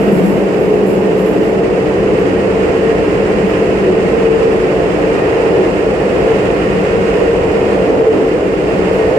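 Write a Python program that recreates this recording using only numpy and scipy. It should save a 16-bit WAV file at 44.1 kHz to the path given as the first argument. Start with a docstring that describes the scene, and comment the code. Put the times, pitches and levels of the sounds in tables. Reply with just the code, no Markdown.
"""In the gangway between two cars of a fast train.
Rolling wheels force the floor, walls, plates and enclosed air into resonance, and rippled rail adds
a drone of wandering pitch, a roar and a faint ring of steel. Turbulent air rushes past the rubber
bellows. Close by, cloth rubs in stick-slip friction at first; then loose fittings give a few bright ticks."""
import sys
import numpy as np
from scipy import signal
from scipy.fft import rfft, irfft, next_fast_len
from scipy.io import wavfile
from scipy.ndimage import uniform_filter1d, minimum_filter1d, map_coordinates

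SR = 44100
rng = np.random.default_rng(int(sys.argv[2]) if len(sys.argv) > 2 else 0)


def generate_wav(signal):
    """Clip the signal to [-1, 1] and save it as 16-bit WAV at the path in sys.argv[1]."""
    frames = np.transpose(np.atleast_2d(signal))
    scaled = np.clip(frames, -1, 1) * 32767
    pcm = np.round(scaled).astype(np.int16)
    wavfile.write(sys.argv[1], SR, pcm)


N = 404838
TIME = np.arange(N) / SR
FFT_SIZE = next_fast_len(N, real=True)
BIN_HZ = np.maximum(np.arange(FFT_SIZE // 2 + 1) * SR / FFT_SIZE, 1)

# Resonances. Each row: frequency in Hz, width in Hz, relative level in dB, left minus right in dB.
FLOOR_RESONANCES = [(37, 23, -41, -1), (56, 16, -32.5, 0), (90.6, 33, -34, -1)]  # floor plates over the bogies
WALL_RESONANCES = [(268.4, 19, -31.5, 1.5), (305.2, 18.3, -26.5, -3.5), (311, 106, -26.5, 0)]  # large wall panels
PLATE_RESONANCES = [(370.8, 16, -22, 1), (372, 87, -19, -1.5), (415, 27, -23.5, -1.5)]  # smaller door and tread plates
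STANDING_WAVE = [(192.5, 39, -22.8, 3)]  # air across the passage
BELLOWS_CAVITY = [(137.6, 63, -28, 0.5)]  # the hollow of the bellows
DRONE_CORE = [(444.3, 14.3, -20, 0.5)]  # narrow peak of the rolling drone
DRONE_HUMP = [(449.7, 51, -20, 0)]  # broad band beneath that peak
PASSAGE_RESONANCES = [(491.6, 18, -29.5, 0), (511.4, 20, -30.5, 1), (514, 185, -22, -0.5),
                      (552, 25, -40, 1), (628, 26, -36.5, -7), (684, 22, -34, 2), (736, 443, -28, -2)]  # the passage, driven by rail roar
WHEEL_RESONANCES = [(1210, 35, -5, -5), (1860, 41, 2, -3), (2482, 55, -3.5, -5)]  # steel wheels
FIBRE_RESONANCES = [(7500, 1100, -1, 0), (11300, 2000, 1, 4), (14600, 4000, -10, 7)]  # sliding cloth

# Slow courses of loudness. Each row: time in seconds, base level in dB.
FLOOR_LEVEL = [(0, -32.5), (1.1, -35.5), (2.1, -29), (3.7, -29.5), (5.4, -30), (6.8, -28.6), (7.6, -28.5),
               (8.4, -32.5), (8.8, -30), (9.18, -27)]  # rumble of the bogies in the floor
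ROAR_LEVEL = [(0, -19), (1, -19.5), (3.6, -19.5), (4.7, -19), (5.5, -18.5), (6.9, -19.5), (8, -16.5),
              (8.5, -21), (9.18, -16)]  # roar of the rails
AIR_LEVEL = [(0, -29.8), (0.7, -31.5), (1.6, -31.5), (2.1, -29.5), (3.4, -28), (4.3, -29), (5.2, -28),
             (5.6, -29.1), (6.7, -27.5), (7.7, -28.9), (8.2, -30.8), (8.6, -30.5), (8.9, -28), (9.18, -29)]  # flow past the bellows
# Surges and lulls of single parts. Each row: middle in seconds, length in seconds, gain in dB, part.
PART_SURGES = [(0.173, 0.66, 8, "boom"), (0.95, .9, 3, "boom"), (3.407, .25, 5, "boom"),
               (3.95, .8, 3.5, "boom"), (5.32, 0.28, -9, "boom"), (6.78, 0.32, 4, "boom"),
               (7.0, .2, 6.5, "boom"), (7.74, 0.32, 3.5, "boom"), (8.303, 0.81, -2.5, "boom"),
               (8.824, .35, 4, "boom"), (0.17, 0.6, 3, "walls"), (1.41, 0.25, 7.5, "walls"),
               (2.27, .4, 6, "walls"), (3.06, .35, 3.5, "walls"), (6.97, 0.43, -9, "walls"),
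               (7.927, 0.27, 6.5, "walls"), (8.2, 0.23, 8.5, "walls"), (0.103, 0.16, 6.5, "plates"),
               (0.85, 1.1, 1.5, "plates"), (2.11, .4, 2.5, "plates"), (3.907, 0.37, 7.5, "plates"),
               (5.61, .35, 7.5, "plates"), (0.35, .6, -4, "drone"), (0.75, 0.11, 4, "drone"),
               (1.267, .5, 2, "drone"), (2.897, 0.23, 4.5, "drone"), (4.327, 1.15, 4.5, "drone"),
               (4.94, 0.26, -3.5, "drone"), (6.322, 0.34, 4.5, "drone"), (6.675, 0.64, -3.5, "drone"),
               (7.2, 0.58, 3, "drone"), (8.07, 0.2, 9, "drone"), (8.6, 0.97, -5, "drone"),
               (9.025, 0.12, 4.5, "drone"), (5.502, 0.62, 3, "rails"), (6.312, 0.58, 2, "rails"),
               (8.04, .15, 4, "rails"), (0.15, .5, 2, "bellows"), (2.2, 0.77, 3, "bellows"),
               (6.5, 1.4, 3, "bellows"), (3.2, .35, 1, "floor"), (7.41, 0.26, 5, "floor"),
               (5.22, .25, 10, "steel"), (6.7, 0.18, 5, "steel")]
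# Wander of the drone, used as a ratio to its mean. Each row: time in seconds, nominal pitch in Hz.
DRONE_WANDER = [(0, 435.9), (0.8, 420.4), (1.3, 434.9), (2.7, 442), (3.7, 439.1), (4.3, 450.2),
                (5.1, 451.3), (6.3, 441.6), (7.2, 464.4), (8.0, 444.4), (9.18, 447.3)]
# Likeness of the sound on the two sides. Each row: frequency in Hz, correlation.
SIDE_CORRELATION = [(50, 0.98), (100, 1), (240, 0.84), (400, 0.95), (520, 0.71), (680, 0.58), (880, 0.2),
                    (1500, -0.32), (2650, 0.095), (3700, -0.21), (5500, 0)]
# Spectra of the rushing air and its fine hiss. Each row: frequency in Hz, relative spectral level in dB.
RUSH_SPECTRUM = [(530, -34), (900, -8.5), (1050, -1), (1140, -5), (1240, -4), (1390, -4), (1630, -5),
                 (1870, -3), (2320, -7.5), (2740, -7.5), (3600, -22.5), (4680, -53), (7920, -120)]
HISS_SPECTRUM = [(2120, -22), (3600, -1), (4770, 0), (6050, -5.5), (7450, -3), (10900, -17), (15500, -27)]
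# Air leaks in mostly on the right. Each row: frequency in Hz, left minus right in dB.
LEAK_BALANCE = [(1050, 0), (1300, -4.5), (1900, -4), (2850, -11), (3600, -1.5), (4100, 1.5), (5000, -7.5),
                (6500, 1), (7600, -0.5), (8900, -2), (10200, 4.5), (15000, 3)]
# Strokes of the cloth. Each row: start in seconds, length in seconds, level in dB.
CLOTH_STROKES = [(-0.02, .11, -50), (0.1, .07, -45), (0.22, .07, -44.5), (0.572, .055, -50.5),
                 (0.85, 0.054, -45.5), (1.155, .05, -48), (1.24, .05, -47), (1.41, .04, -52)]
# Ticks of loose fittings. Each row: start in seconds, level in dB, band centre in Hz, T60 in seconds.
FITTING_TICKS = [(1.862, -58, 13500, .15), (2.178, -59, 13500, .06), (2.188, -49, 12500, .09),
                 (3.481, -48, 13500, .11), (3.857, -59, 13000, .1), (8.537, -57, 11500, .1),
                 (8.692, -59, 13500, .15), (8.932, -52, 13000, .17), (8.942, -50, 9700, 0.17)]


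def from_db(db):
    """Amplitude grows tenfold for every 20 dB."""
    return 10 ** (np.asarray(db) / 20)


def unit(x):
    """Normalisation: the mean of the two channels is brought to rms 1."""
    return x / np.sqrt(np.mean(x.mean(axis=0) ** 2) + 1e-20)


def over_time(rows):
    """Linear interpolation gives a curve's value at every sample."""
    seconds, value = np.transpose(rows)
    return np.interp(TIME, seconds, value)


def over_hz(rows):
    """Interpolation in log frequency gives a curve's value at every bin."""
    hz, value = np.transpose(rows)
    return np.interp(np.log(BIN_HZ), np.log(hz), value)


def sides(balance_db):
    """An interaural level difference, split evenly into left and right gains."""
    return from_db(np.array([[.5], [-.5]]) * balance_db)


def drift(rate_hz):
    """Low-pass filtered noise wanders slowly, with standard deviation 1."""
    step = 100
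    count = N // step
    pole = np.exp(-2 * np.pi * rate_hz * step / SR)
    slow = signal.lfilter([1], [1, -2 * pole, pole * pole], rng.standard_normal(2 * count))[count:]
    return np.interp(np.arange(N) / step, np.arange(count), slow / slow.std())


def flutter(depth_db, rate_hz):
    """Random amplitude modulation: a gain that wavers."""
    return from_db(depth_db * drift(rate_hz))


def surges_db(part):
    """Slow amplitude modulation: each surge or lull of a part is a raised-cosine arch in dB."""
    return sum(gain_db * np.cos(np.pi * np.clip((TIME - middle_s) / length_s, -.5, .5)) ** 2
               for middle_s, length_s, gain_db, name in PART_SURGES if name == part)


def read_at(x, position):
    """Fractional delay: a stereo sound is read between its samples."""
    return np.array([map_coordinates(channel, [position], order=1, mode="mirror") for channel in x])


def resonances(modes):
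    """Incoherent addition: the powers of steep-sided resonances sum to a left and right response."""
    power = 0
    for hz, width, level_db, balance_db in modes:
        detuning = (BIN_HZ ** 2 - hz ** 2) / (BIN_HZ * width)
        power = power + (from_db(level_db) * sides(balance_db)) ** 2 / (width * (1 + detuning ** 2) ** 2)
    return np.sqrt(power)


def diffuse(response):
    """A diffuse field: filtered noise arrives from all round, and long waves reach both sides alike."""
    mid, side = rfft(rng.standard_normal((2, FFT_SIZE)))
    correlation = np.clip(over_hz(SIDE_CORRELATION), -1, 1)
    pair = np.sqrt(1 + correlation) * mid + np.sqrt(1 - correlation) * side * [[1], [-1]]
    return unit(irfft(pair * response, FFT_SIZE)[:, :N])


def steadied(x, span_s, share):
    """Compression: a share of the swells in running power is divided out, and the result normalised."""
    power = uniform_filter1d(x.mean(axis=0) ** 2, int(span_s * SR))
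    return unit(x / (power + 1e-9) ** (share / 2))


def ringing(modes, level_db, span_s, share):
    """Forced vibration: resonances under random drive, steadied and set to a level."""
    return from_db(level_db) * steadied(diffuse(resonances(modes)), span_s, share)


def panel_rumble(wall_db=-22.5, plate_db=-19):
    """Structure-borne sound: the bogies shake floor, walls and plates, each in its own modes."""
    floor_db = over_time(FLOOR_LEVEL) + surges_db("floor")
    floor = ringing(FLOOR_RESONANCES, floor_db, span_s=.18, share=.88)
    walls = ringing(WALL_RESONANCES, wall_db + surges_db("walls"), span_s=.09, share=.44)
    plates = ringing(PLATE_RESONANCES, plate_db + surges_db("plates"), span_s=.057, share=.35)
    return floor + walls + plates


def passage_boom(settled_db=-26, extra_db=6, settle_s=5.7):
    """A standing wave between the walls booms strongly at first, then settles."""
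    level_db = settled_db + extra_db * np.exp(-TIME / settle_s) + surges_db("boom")
    return ringing(STANDING_WAVE, level_db, span_s=.15, share=.64)


def bellows_hum(base_db=-29, coupling=.25):
    """Cavity resonance: the hollow of the bellows follows a share of the floor's slow swings in level."""
    floor_db = over_time(FLOOR_LEVEL)
    level_db = base_db + coupling * (floor_db - floor_db.mean()) + surges_db("bellows")
    return ringing(BELLOWS_CAVITY, level_db, span_s=.18, share=.45)


def wheel_drone(base_db=-17.5):
    """Corrugation noise: rippled rail drives the wheels at a wandering pitch, over a broad fixed band."""
    wander = over_time(DRONE_WANDER)
    core = ringing(DRONE_CORE, level_db=-2.6, span_s=.089, share=.9)
    core = read_at(core, np.cumsum(wander / wander.mean()))
    hump = ringing(DRONE_HUMP, level_db=-2.96, span_s=.065, share=.75)
    surge_db = surges_db("drone")
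    singing = from_db(.35 * surge_db)  # the stronger the drone, the more its core stands out
    return from_db(base_db + surge_db) * (core * singing + hump / singing)


def rail_roar():
    """Broadband rolling noise excites the acoustic modes of the passage."""
    level_db = over_time(ROAR_LEVEL) + surges_db("rails") + .58
    return ringing(PASSAGE_RESONANCES, level_db, span_s=.22, share=.35)


def wheel_ring(base_db=-43, db_per_air_db=1.8):
    """The steel wheels ring faintly at their natural frequencies, swelling along with the rush of air."""
    air_db = over_time(AIR_LEVEL)
    level_db = base_db + db_per_air_db * (air_db - air_db.mean()) + surges_db("steel")
    return ringing(WHEEL_RESONANCES, level_db, span_s=.2, share=.6)


def wall_echoes(x, echo_gain, sway_s, count=5):
    """Comb filtering: close reflections ripple the spectrum; the ripples slide as the listener sways."""
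    out = x
    for delay_s in rng.uniform(.00205, .016, count):
        departure_s = TIME - delay_s - sway_s * drift(rate_hz=.28)
        out = out + echo_gain * read_at(x, departure_s * SR)
    return unit(out)


def air_rush():
    """Turbulence on the bellows makes noise; the rubber passes the rush and holds back most hiss."""
    air_db = over_time(AIR_LEVEL)
    lean = sides(over_hz(LEAK_BALANCE))
    rush = diffuse(from_db(over_hz(RUSH_SPECTRUM)) * lean)
    rush = wall_echoes(rush, echo_gain=.075, sway_s=.00014) * flutter(depth_db=.5, rate_hz=38)
    hiss = diffuse(from_db(over_hz(HISS_SPECTRUM)) * lean)
    hiss = wall_echoes(hiss, echo_gain=.08, sway_s=.00008)
    hiss_db = -14.5 - .23 * (air_db - air_db.mean())  # relative to the rush: the hiss swells less
    return from_db(air_db - .04) * flutter(depth_db=.69, rate_hz=19) * (rush + from_db(hiss_db) * hiss)


def cloth_rub(attack_s=.026, t60_s=.65, slide_db=-58, slide_end_s=1.7, slide_fade_s=.2):
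    """Stick-slip friction: fibres catch and slip under each stroke, and slide lightly in between."""
    envelope = from_db(slide_db) * np.clip((slide_end_s - TIME) / slide_fade_s, 0, 1)
    for start_s, length_s, level_db in CLOTH_STROKES:
        grip = np.clip((TIME - start_s) / attack_s, 0, 1)
        release = np.exp(-np.log(1000) * np.maximum(TIME - start_s - length_s, 0) / t60_s)
        envelope = np.maximum(envelope, from_db(level_db) * grip * release)
    fibres = diffuse(resonances(FIBRE_RESONANCES)) * flutter(depth_db=.5, rate_hz=150)
    return envelope * unit(fibres)


def fitting_ticks(width_hz=4200, rise_s=.005):
    """Damped transients: loose fittings give grainy scuffs that die away between the metal plates."""
    out = np.zeros((2, N))
    for start_s, level_db, hz, t60_s in FITTING_TICKS:
        start = int(start_s * SR)
        age = TIME[:min(N - start, SR // 2)]
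        band = signal.butter(2, [hz - width_hz / 2, hz + width_hz / 2], "band", fs=SR, output="sos")
        scuff = unit(signal.sosfilt(band, rng.standard_normal((2, len(age)))))
        envelope = np.minimum(age / rise_s, 1) * np.exp(-np.log(1000) * age / t60_s)
        out[:, start:start + len(age)] += from_db(level_db) * envelope * scuff
    return out * sides(balance_db=1) * flutter(depth_db=2.5, rate_hz=120)


def limited(x, ceiling_db, release_db_per_s=90, attack_s=.0037):
    """Peak limiting: the gain ducks just ahead of each high peak and recovers at a steady rate."""
    over_db = np.maximum(20 * np.log10(np.abs(x).max(axis=0) + 1e-9) - ceiling_db, 0)
    held_db = np.maximum.accumulate(over_db + release_db_per_s * TIME) - release_db_per_s * TIME
    window = int(attack_s * SR)
    return x * from_db(uniform_filter1d(minimum_filter1d(-held_db, window), window))


def scene():
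    """Superposition: the ride, lightly compressed at unchanged rms, adds to air, cloth and ticks."""
    ride = panel_rumble() + passage_boom() + bellows_hum() + wheel_drone() + rail_roar() + wheel_ring()
    ride_rms = np.sqrt(np.mean(ride.mean(axis=0) ** 2))
    ride = ride_rms * steadied(ride, span_s=.027, share=.2)
    return ride + air_rush() + cloth_rub() + fitting_ticks()


def record(dry, cutoff_hz=15800):
    """Peak and band limiting: high peaks are held down, then a steep low-pass cuts the top."""
    lowpass = signal.ellip(12, .1, 90, cutoff_hz, fs=SR, output="sos")
    return signal.sosfilt(lowpass, limited(dry, ceiling_db=-.2))


dry = scene()
out = record(dry)
generate_wav(out)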